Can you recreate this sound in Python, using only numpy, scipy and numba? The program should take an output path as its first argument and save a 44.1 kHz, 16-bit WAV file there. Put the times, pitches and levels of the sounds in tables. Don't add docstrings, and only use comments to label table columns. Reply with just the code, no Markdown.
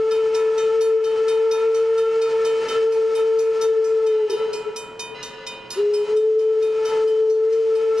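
import sys
import numpy as np
from scipy import signal
from scipy.fft import rfft, irfft
from scipy.io import wavfile
from scipy.ndimage import uniform_filter1d
from numba import njit

SR = 44100
rng = np.random.default_rng(int(sys.argv[2]) if len(sys.argv) > 2 else 0)


def waveform_to_disk(signal):
    frames = np.transpose(np.atleast_2d(signal))
    scaled = np.clip(frames, -1, 1) * 32767
    samples = np.round(scaled).astype(np.int16)
    wavfile.write(sys.argv[1], SR, samples)


N = 352800
TIME = np.arange(N) / SR
FREQS = np.arange(N // 2 + 1) * SR / N

# (pitch [Hz], level [dB])
UNDERBLOWN = [(360, -21), (414, -12), (434, 0)]
# (time [s], gain [dB])
CARRY = [(0, 4), (1.0, 4.5), (2.0, 2), (3, 1), (4.3, 2), (5.9, -5), (6.55, -0.5), (6.78, 1), (6.97, 2),
         (7.08, -3.5), (7.4, 0), (7.65, -5.5), (7.85, 3), (8, 0.5)]
SHUT_HZ, SPEAKS_HZ, FULL_HZ = 335, 412, 445


def whistle():
    hz = pitch()
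    phase = 2 * np.pi * np.cumsum(hz + 1.1 * walk(15)) / SR
    valve = np.clip((hz - SHUT_HZ) / (SPEAKS_HZ - SHUT_HZ), 0, 1)
    blow = undb(np.interp(hz, *np.transpose(UNDERBLOWN)))
    overblow_hz = np.maximum(hz - FULL_HZ, -18)
    carry = undb(curve(CARRY))
    upper = carry * overtones(phase, blow, valve, overblow_hz)
    hiss = steam(valve, overblow_hz, carry)
    note = fundamental(phase, blow, valve, echo_db=-21)
    return pan(note, left_db=1.5) + pan(upper + hiss, left_db=1.0)


# (starts opening [s], shut [s])
BLASTS = [(-0.5, 4.365), (5.737, 8.5)]
# (time [s], pitch [Hz])
FIRST_PITCH = [(0, 442), (0.66, 442.5), (0.77, 447), (1.15, 442.7), (1.88, 450), (2.4, 448), (3.65, 445),
               (4.04, 442), (4.25, 430)]
SECOND_PITCH = [(5.82, 414.5), (6.06, 417), (6.11, 428), (6.29, 438), (6.8, 440), (7.39, 438.3),
                (7.57, 447.5), (8, 445)]


def pitch(open_s=0.085, close_s=0.13, sag_hz=100):
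    opening = sum(np.clip(np.minimum((TIME - start) / open_s, (end - TIME) / close_s), 0, 1)
                  for start, end in BLASTS)
    return curve(FIRST_PITCH + SECOND_PITCH) - sag_hz * (1 - opening) ** 2


# (delay [s], level [dB])
SLOPE_ECHOES = [(.225, -21), (.41, -21)]


def fundamental(phase, blow, valve, echo_db):
    direct = valve * blow * np.exp(1j * phase)
    full = direct * valve ** 8
    echoes = valley(full, t60_s=4, side_db=-9) + valley(full, t60_s=1.1, side_db=-7)
    heard = direct + undb(echo_db) * echoes
    for delay_s, db in SLOPE_ECHOES:
        heard = heard + undb(db) * np.pad(direct * valve ** 2, (int(delay_s * SR), 0))[:N]
    rms = np.sqrt(uniform_filter1d(np.mean(np.abs(heard) ** 2, axis=0), SR // 24) + 1e-12)
    heard = heard * (1 + 0.006 * (walk(35) + 1j * walk(35)))
    heard = heard * np.array([[np.exp(-0.2j)], [1]])
    return np.sqrt(2) * heard.imag / rms * arrival_gain(valve)


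# (time [s], level [dB])
FIRST_LEVEL = [(0, -12), (0.6, -14), (0.93, -4), (1.8, -7), (2.5, -12), (2.87, -9), (3.95, -7.5),
               (4.2, -6.5), (4.33, -18)]
SECOND_LEVEL = [(5.8, -15.5), (5.95, -12), (6.1, -20.5), (6.2, -4.5), (6.5, -4.5), (6.8, -6.5),
                (7.13, -5.5), (7.35, -4.5), (8, -12.5)]
# (time [s], depth [dB], half width [s])
FADES = [(1.199, 8, 0.17), (1.602, 7, 0.074), (2.31, 7, 0.037), (2.694, 18.5, 0.097), (3.14, 4, 0.1),
         (3.61, 7, 0.076), (4.292, 17, 0.0055), (4.387, 15, 0.012), (4.635, 21, 0.013), (6.069, 14, 0.015),
         (6.88, 12, 0.21), (6.903, 9.5, 0.024)]
# (time [s], gain [dB], half width [s])
ECHO_SWELLS = [(4.678, 7, 0.035), (5.13, 7.04, 0.018)]


def arrival_gain(valve, flutter_db=1.3, drop_db=17.5, drop_s=0.3, fade_db_per_s=9.5):
    level_db = curve(FIRST_LEVEL + SECOND_LEVEL) + flutter_db * walk(14.6)
    level_db += bumps(ECHO_SWELLS) - bumps(FADES)
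    age = np.maximum(TIME - BLASTS[0][1], 0)
    echo = undb(drop_db * np.expm1(-age / drop_s) - fade_db_per_s * age)
    return undb(level_db) * np.maximum(valve ** 2, echo)


# (harmonic number, level [dB], growth with overblow [dB/Hz])
OVERTONES = [(2, -41.5, 0), (3, -37, 1.14), (4, -52.5, 1.5), (5, -51, 1), (6, -56, 1.6), (7, -67.5, 3)]
# (time [s], gain [dB])
OCTAVE_GAIN = [(0, -3), (0.55, 2), (0.9, -3), (1.5, 2), (3.5, 0.5), (4.3, 5), (5.9, -1.5), (6.1, -4),
               (6.3, 3), (6.9, -4.5), (7.08, 4), (8, -10.5)]
TWELFTH_GAIN = [(0, -2), (1.15, -3), (1.27, 3), (1.4, -2.5), (1.6, 7.5), (1.8, -6.5), (2.05, 4.5),
                (2.45, -3), (3.3, 0), (3.68, 3), (3.95, 2.5), (4.3, -0.5), (6.1, -8), (6.25, -2.5),
                (6.55, 2.5), (6.8, 7.5), (6.97, 6.5), (7.1, -10.5), (7.5, -6.5), (8, 2)]


def overtones(phase, blow, valve, overblow_hz):
    extra_db = {2: curve(OCTAVE_GAIN), 3: curve(TWELFTH_GAIN)}
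    tone = np.zeros(N)
    for k, db, growth in OVERTONES:
        level_db = db + growth * overblow_hz + extra_db.get(k, 0) + 2.3 * walk(17)
        tone += undb(level_db) * np.sin(k * phase + 0.25 * walk(16))
    tone *= np.sqrt(blow) * valve ** 8
    return tone + undb(-1) * valley(tone, t60_s=2.65, side_db=-13.5)


# (frequency [Hz], width [Hz], level [dB])
PIPE_RESONANCES = [(878, 29, 3.5), (1322, 60, 7.5), (1746, 64, -3.5), (2055, 7.7, -1.5), (2190, 86, -11.5),
                   (2602, 67, -10), (2980, 640, -19)]
# (frequency [Hz], level [dB])
JET_SPECTRUM = [(40, -19), (320, -5.5), (450, 11), (590, -1.5), (750, -10.5), (1100, -8), (1550, -11),
                (2600, -11.5), (3600, -14), (5200, -14), (7000, -20), (9000, -28), (12000, -40.5)]


def steam(valve, overblow_hz, carry):
    pipe = carry * undb(-35.5) * noise(peaks(PIPE_RESONANCES), side_db=-11.5)
    jet = undb(-35 + 1.4 * walk(17)) * noise(spectrum(JET_SPECTRUM), side_db=-20)
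    hiss = (pipe + jet) * valve * undb(0.32 * overblow_hz)
    return hiss + undb(-5) * valley(hiss.mean(axis=0), t60_s=2.9, side_db=-12)


# (start [s], end [s], level [dB])
LEAKS = [(4.103, 4.665, -38), (5.141, 5.642, -38.5), (5.725, 6.1, -40.5)]
# (frequency [Hz], width [Hz], level [dB])
LEAK_RESONANCES = [(538, 23, 7), (950, 20, -11), (1220, 63, -3.5), (1480, 51, -2), (1746, 25, 1.5),
                   (2024, 44, 1.5), (2570, 280, -14.5), (2845, 130, -2.5), (3500, 2800, -21),
                   (3990, 60, -4), (4730, 34, -9.5), (5220, 80, -10.5), (6440, 260, -22.5)]


def leak(attack_s=0.019, sag_db_per_s=17, release_db_per_s=53):
    envelope = np.zeros(N)
    for start, end, db in LEAKS:
        age, after = np.maximum(TIME - start, 0), np.maximum(TIME - end, 0)
        level_db = db - sag_db_per_s * age - release_db_per_s * after
        envelope += np.minimum(age / attack_s, 1) * undb(level_db)
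    return envelope * undb(walk(19)) * noise(peaks(LEAK_RESONANCES), side_db=-9.5)


# (time [s], force [dB], brightness [dB], 5 x strike note gain [dB], lowest first)
CLAPPER_BLOWS = [(0.11, 1, -5, 0, 2.5, 2.5, 3, -5.5), (0.346, 7.5, -5, -6, -12, -2.0, -5, -6),
                 (0.578, 2.0, -5.5, -2.5, 2.5, 3.5, -7, 3.5), (0.809, 6.5, 1, -4, -4.5, 1, -8, -0.5),
                 (1.04, 1.5, -0.5, 1, 4, 2, 0.5, 1.0), (1.281, 4.5, -1.5, -0.5, 2.5, 3.0, 1, -2),
                 (1.512, 7, -1.5, -1, -4, 5, 3.5, 3), (1.745, 3.5, -2.5, -2, -0.5, -2, -10, 3.5),
                 (1.977, 0, 0, -2, 8, 6, 5, 1), (2.215, 3, -4, 2.5, -3.5, 2.5, 2.5, -5),
                 (2.448, 0.5, 2, 2.5, 7, 2.5, 4, 0.5), (2.685, -2.5, 1, 2.5, 9.5, 5, 3, 2),
                 (2.92, -5, 2, 3.5, -10, -10, 1, 1), (3.151, -2.0, 3, 3.5, 5, 6, 3, -2),
                 (3.388, 3.5, -2.5, -4, -18, -8.5, -4, 3), (3.612, 2.5, -2.5, -13.5, -5, 2.5, 2, 5.5),
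                 (3.842, -1, 2, -2, -21, -20, 5, 5), (4.064, -0.5, -0.5, 2.0, 5.5, 3, 0.5, 0.5),
                 (4.298, 1, -1.5, -2, -0.5, 1, 3.5, -1), (4.531, -2, -3.5, 1.5, -3, -11, 7.5, -1.5),
                 (4.761, -0.5, 2.5, 2, -1.5, 1, 2, 3.5), (4.994, 3, -4, 0, -3, 1.5, -5, -0.5),
                 (5.228, 0.5, -6, -7.5, -3, 1, -4, 0.5), (5.466, 0.5, -5.5, 2, 1.0, 4, 0, -8),
                 (5.704, 2.5, -1.5, -7, -5, -3, 5.5, -4), (5.937, 0, 2, -2, 1, -3.5, 12, -4),
                 (6.165, -6, 1, -1, 6, 7.5, 4.5, -0.5), (6.389, -3, -0.5, -1.5, 6.5, -3, 3.5, -4),
                 (6.624, -1, -2.5, 3, 2, 5, -2, -4), (6.851, -1, -2, -9, 4.5, -1, 4.5, 2),
                 (7.074, -6, 1, -4, 9, -10, 4, -11), (7.298, -1, -1.5, -19.5, -16.5, -7.5, 0.5, 5),
                 (7.525, -1.5, -4, -4, -0.5, -8, 0.5, 0), (7.751, -7, 1, 4.0, 8, 0.5, 4.0, -4),
                 (7.976, -5.5, 2, -10, -5, 1, 6, 6)]


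def bell(ring_db, clank_db, lag_ms):
    times, force_db, bright_db, *strike_db = np.transpose(CLAPPER_BLOWS)
    onsets = np.clip((times * SR).astype(int), 0, N - 1)
    sound = undb(ring_db) * bell_ring(onsets, force_db, bright_db, strike_db)
    sound += clank(onsets, force_db + clank_db)
    left = irfft(rfft(sound) * np.exp(-2j * np.pi * FREQS * lag_ms / 1000), N)
    direct = pan(np.array([left, sound]), left_db=-2.5)
    return direct + undb(-17) * valley(sound, t60_s=0.23, side_db=0)


MODE_HZ = [544, 966, 1037, 1422, 1786, 1923, 2467, 3053, 3682, 4349, 4856, 5071, 5090, 5405, 5430, 5830,
           5922, 6640, 6745, 6939, 7494, 7560, 7700, 7940, 8403, 8425, 8689, 8845, 9114, 9340, 9695, 9790,
           10341, 10460, 10765, 11030, 11160, 11396]
# (level [dB], t60 [s])
MODE_RING = [(-59.5, 8.2), (-49, 2.2), (-57, 2.2), (-57, 2.4), (-63, 1.1), (-65.5, 2.3), (-43.5, 1.05),
             (-45, 1.06), (-43.5, 0.36), (-48, 0.33), (-51.5, 0.32), (-43, 0.19), (-51, 0.22), (-46, 0.1),
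             (-49.5, 0.12), (-50, 0.13), (-40.5, 0.22), (-51.5, 0.22), (-54, 0.34), (-53.5, 0.19),
             (-59.5, 0.31), (-55, 0.46), (-64.5, 0.19), (-66.5, 0.24), (-47, 0.28), (-51, 0.13),
             (-57.5, 0.31), (-65, 0.23), (-61.5, 0.38), (-58.5, 0.26), (-57, 0.38), (-57.5, 0.37),
             (-53.5, 0.27), (-62, 0.16), (-48, 0.32), (-56.5, 0.18), (-55.5, 0.15), (-51.5, 0.17)]
STRIKE_HZ = [2467, 3053, 3682, 5080, 5922]


def bell_ring(onsets, force_db, bright_db, strike_db, bright_hz=7000, scatter_db=4, rebound_s=0.005):
    chance = rng.standard_normal((len(onsets), len(MODE_HZ), 3))
    ring, rebound = np.zeros(N), int(rebound_s * SR)
    for k, (hz, (db, t60_s)) in enumerate(zip(MODE_HZ, MODE_RING)):
        level_draw, phase_draw, rebound_draw = chance[:, k].T
        colour_db = bright_db * (hz > bright_hz) + scatter_db * (hz > STRIKE_HZ[0]) * level_draw
        for strike_hz, extra_db in zip(STRIKE_HZ, strike_db):
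            if abs(hz - strike_hz) < 20:
                colour_db = extra_db
        push = undb(force_db + db + colour_db) * np.exp(1j * np.pi * phase_draw)
        rebound_rad = 2 * np.pi * hz * rebound / SR + 0.65 * rebound_draw
        impulses = np.zeros(N, complex)
        impulses[onsets] = 0.73 * push
        impulses[np.minimum(onsets + rebound, N - 1)] = 0.41 * push * np.exp(1j * rebound_rad)
        pole = np.exp((2j * np.pi * hz - np.log(1000) / t60_s) / SR)
        ring += signal.lfilter([1], [1, -pole], impulses).imag
    return ring


# (frequency [Hz], level [dB])
CLANK_SPECTRUM = [(600, -20), (2500, 0), (3400, 2), (5400, 11.5), (6300, -3), (8000, -6), (11500, -15)]


def clank(onsets, levels_db, attack_s=0.0028, contact_s=0.0068, decay_s=0.0055):
    envelope = np.zeros(N)
    for start, db in zip(onsets, levels_db):
        age = TIME[:min(SR // 5, N - start)]
        decay = np.exp(-np.maximum(age - contact_s, 0) / decay_s)
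        envelope[start:start + len(age)] += undb(db) * np.minimum(age / attack_s, 1) * decay
    return envelope * noise(spectrum(CLANK_SPECTRUM), side_db=-26)[0]


# (frequency [Hz], level [dB])
RIVER_SPECTRUM = [(25, -8), (60, -14), (120, -2), (220, -0.5), (400, -1), (800, -4.5), (1500, -8.5),
                  (2800, -18), (4500, -24.5), (8000, -35.5), (12000, -49)]


def river():
    gain = undb(-45.5 + 0.8 * walk(3.9))
    return pan(gain * noise(spectrum(RIVER_SPECTRUM), side_db=-18.5), left_db=1.1)


def valley(x, t60_s, side_db):
    t = TIME[:3 * SR]
    mid, side = rng.standard_normal((2, len(t))) * undb(-60 * t / t60_s) * (1 - np.exp(-t / 0.0043))
    response = (mid + undb(side_db) * side * np.array([[1], [-1]])) / np.linalg.norm(mid)
    return signal.fftconvolve(x[None], response, axes=1)[:, :N]


def undb(db):
    return 10 ** (np.asarray(db) / 20)


def curve(rows):
    return np.interp(TIME, *np.transpose(rows))


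def bumps(rows):
    return sum(height * np.exp(-((TIME - at) / width) ** 2) for at, height, width in rows)


def unit(x):
    return x / np.sqrt(np.mean(np.abs(x) ** 2))


def walk(rate_hz):
    return unit(irfft(rfft(rng.standard_normal(N)) / (1 + (FREQS / rate_hz) ** 4), N))


def spectrum(points):
    hz, db = np.transpose(points)
    return undb(np.interp(np.log(FREQS + 1), np.log(hz), db))


def peaks(rows):
    return sum(undb(db) / (1 + ((FREQS - hz) / (0.37 * width)) ** 2) for hz, width, db in rows)


def pan(x, left_db):
    return x * undb(np.array([[left_db], [-left_db]]) / 2)


def noise(colour, side_db):
    mid, side = irfft(rfft(rng.standard_normal((2, N))) * colour, N)
    return unit(mid + undb(side_db) * side * np.array([[1], [-1]]))


def scene():
    return whistle() + leak() + bell(ring_db=5.5, clank_db=-36, lag_ms=0.04) + river()


@njit
def follow(level, attack, release):
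    out, envelope = np.empty(len(level)), level[0]
    for i in range(len(level)):
        envelope += (level[i] - envelope) * (attack if level[i] > envelope else release)
        out[i] = envelope
    return out


def gain_control(x, threshold_db, ratio, attack_s, release_s):
    level = np.sqrt(uniform_filter1d(np.mean(x ** 2, axis=0), size=400) + 1e-12)
    envelope = follow(level, 1 / (attack_s * SR), 1 / (release_s * SR))
    return x * np.minimum(1, undb(threshold_db) / envelope) ** (1 - 1 / ratio)


def record(dry):
    held = gain_control(dry, threshold_db=-19, ratio=8, attack_s=0.009, release_s=0.038)
    return signal.sosfilt(signal.ellip(8, 0.2, 70, 11900, fs=SR, output="sos"), held)


dry = scene()
out = record(dry)
waveform_to_disk(out)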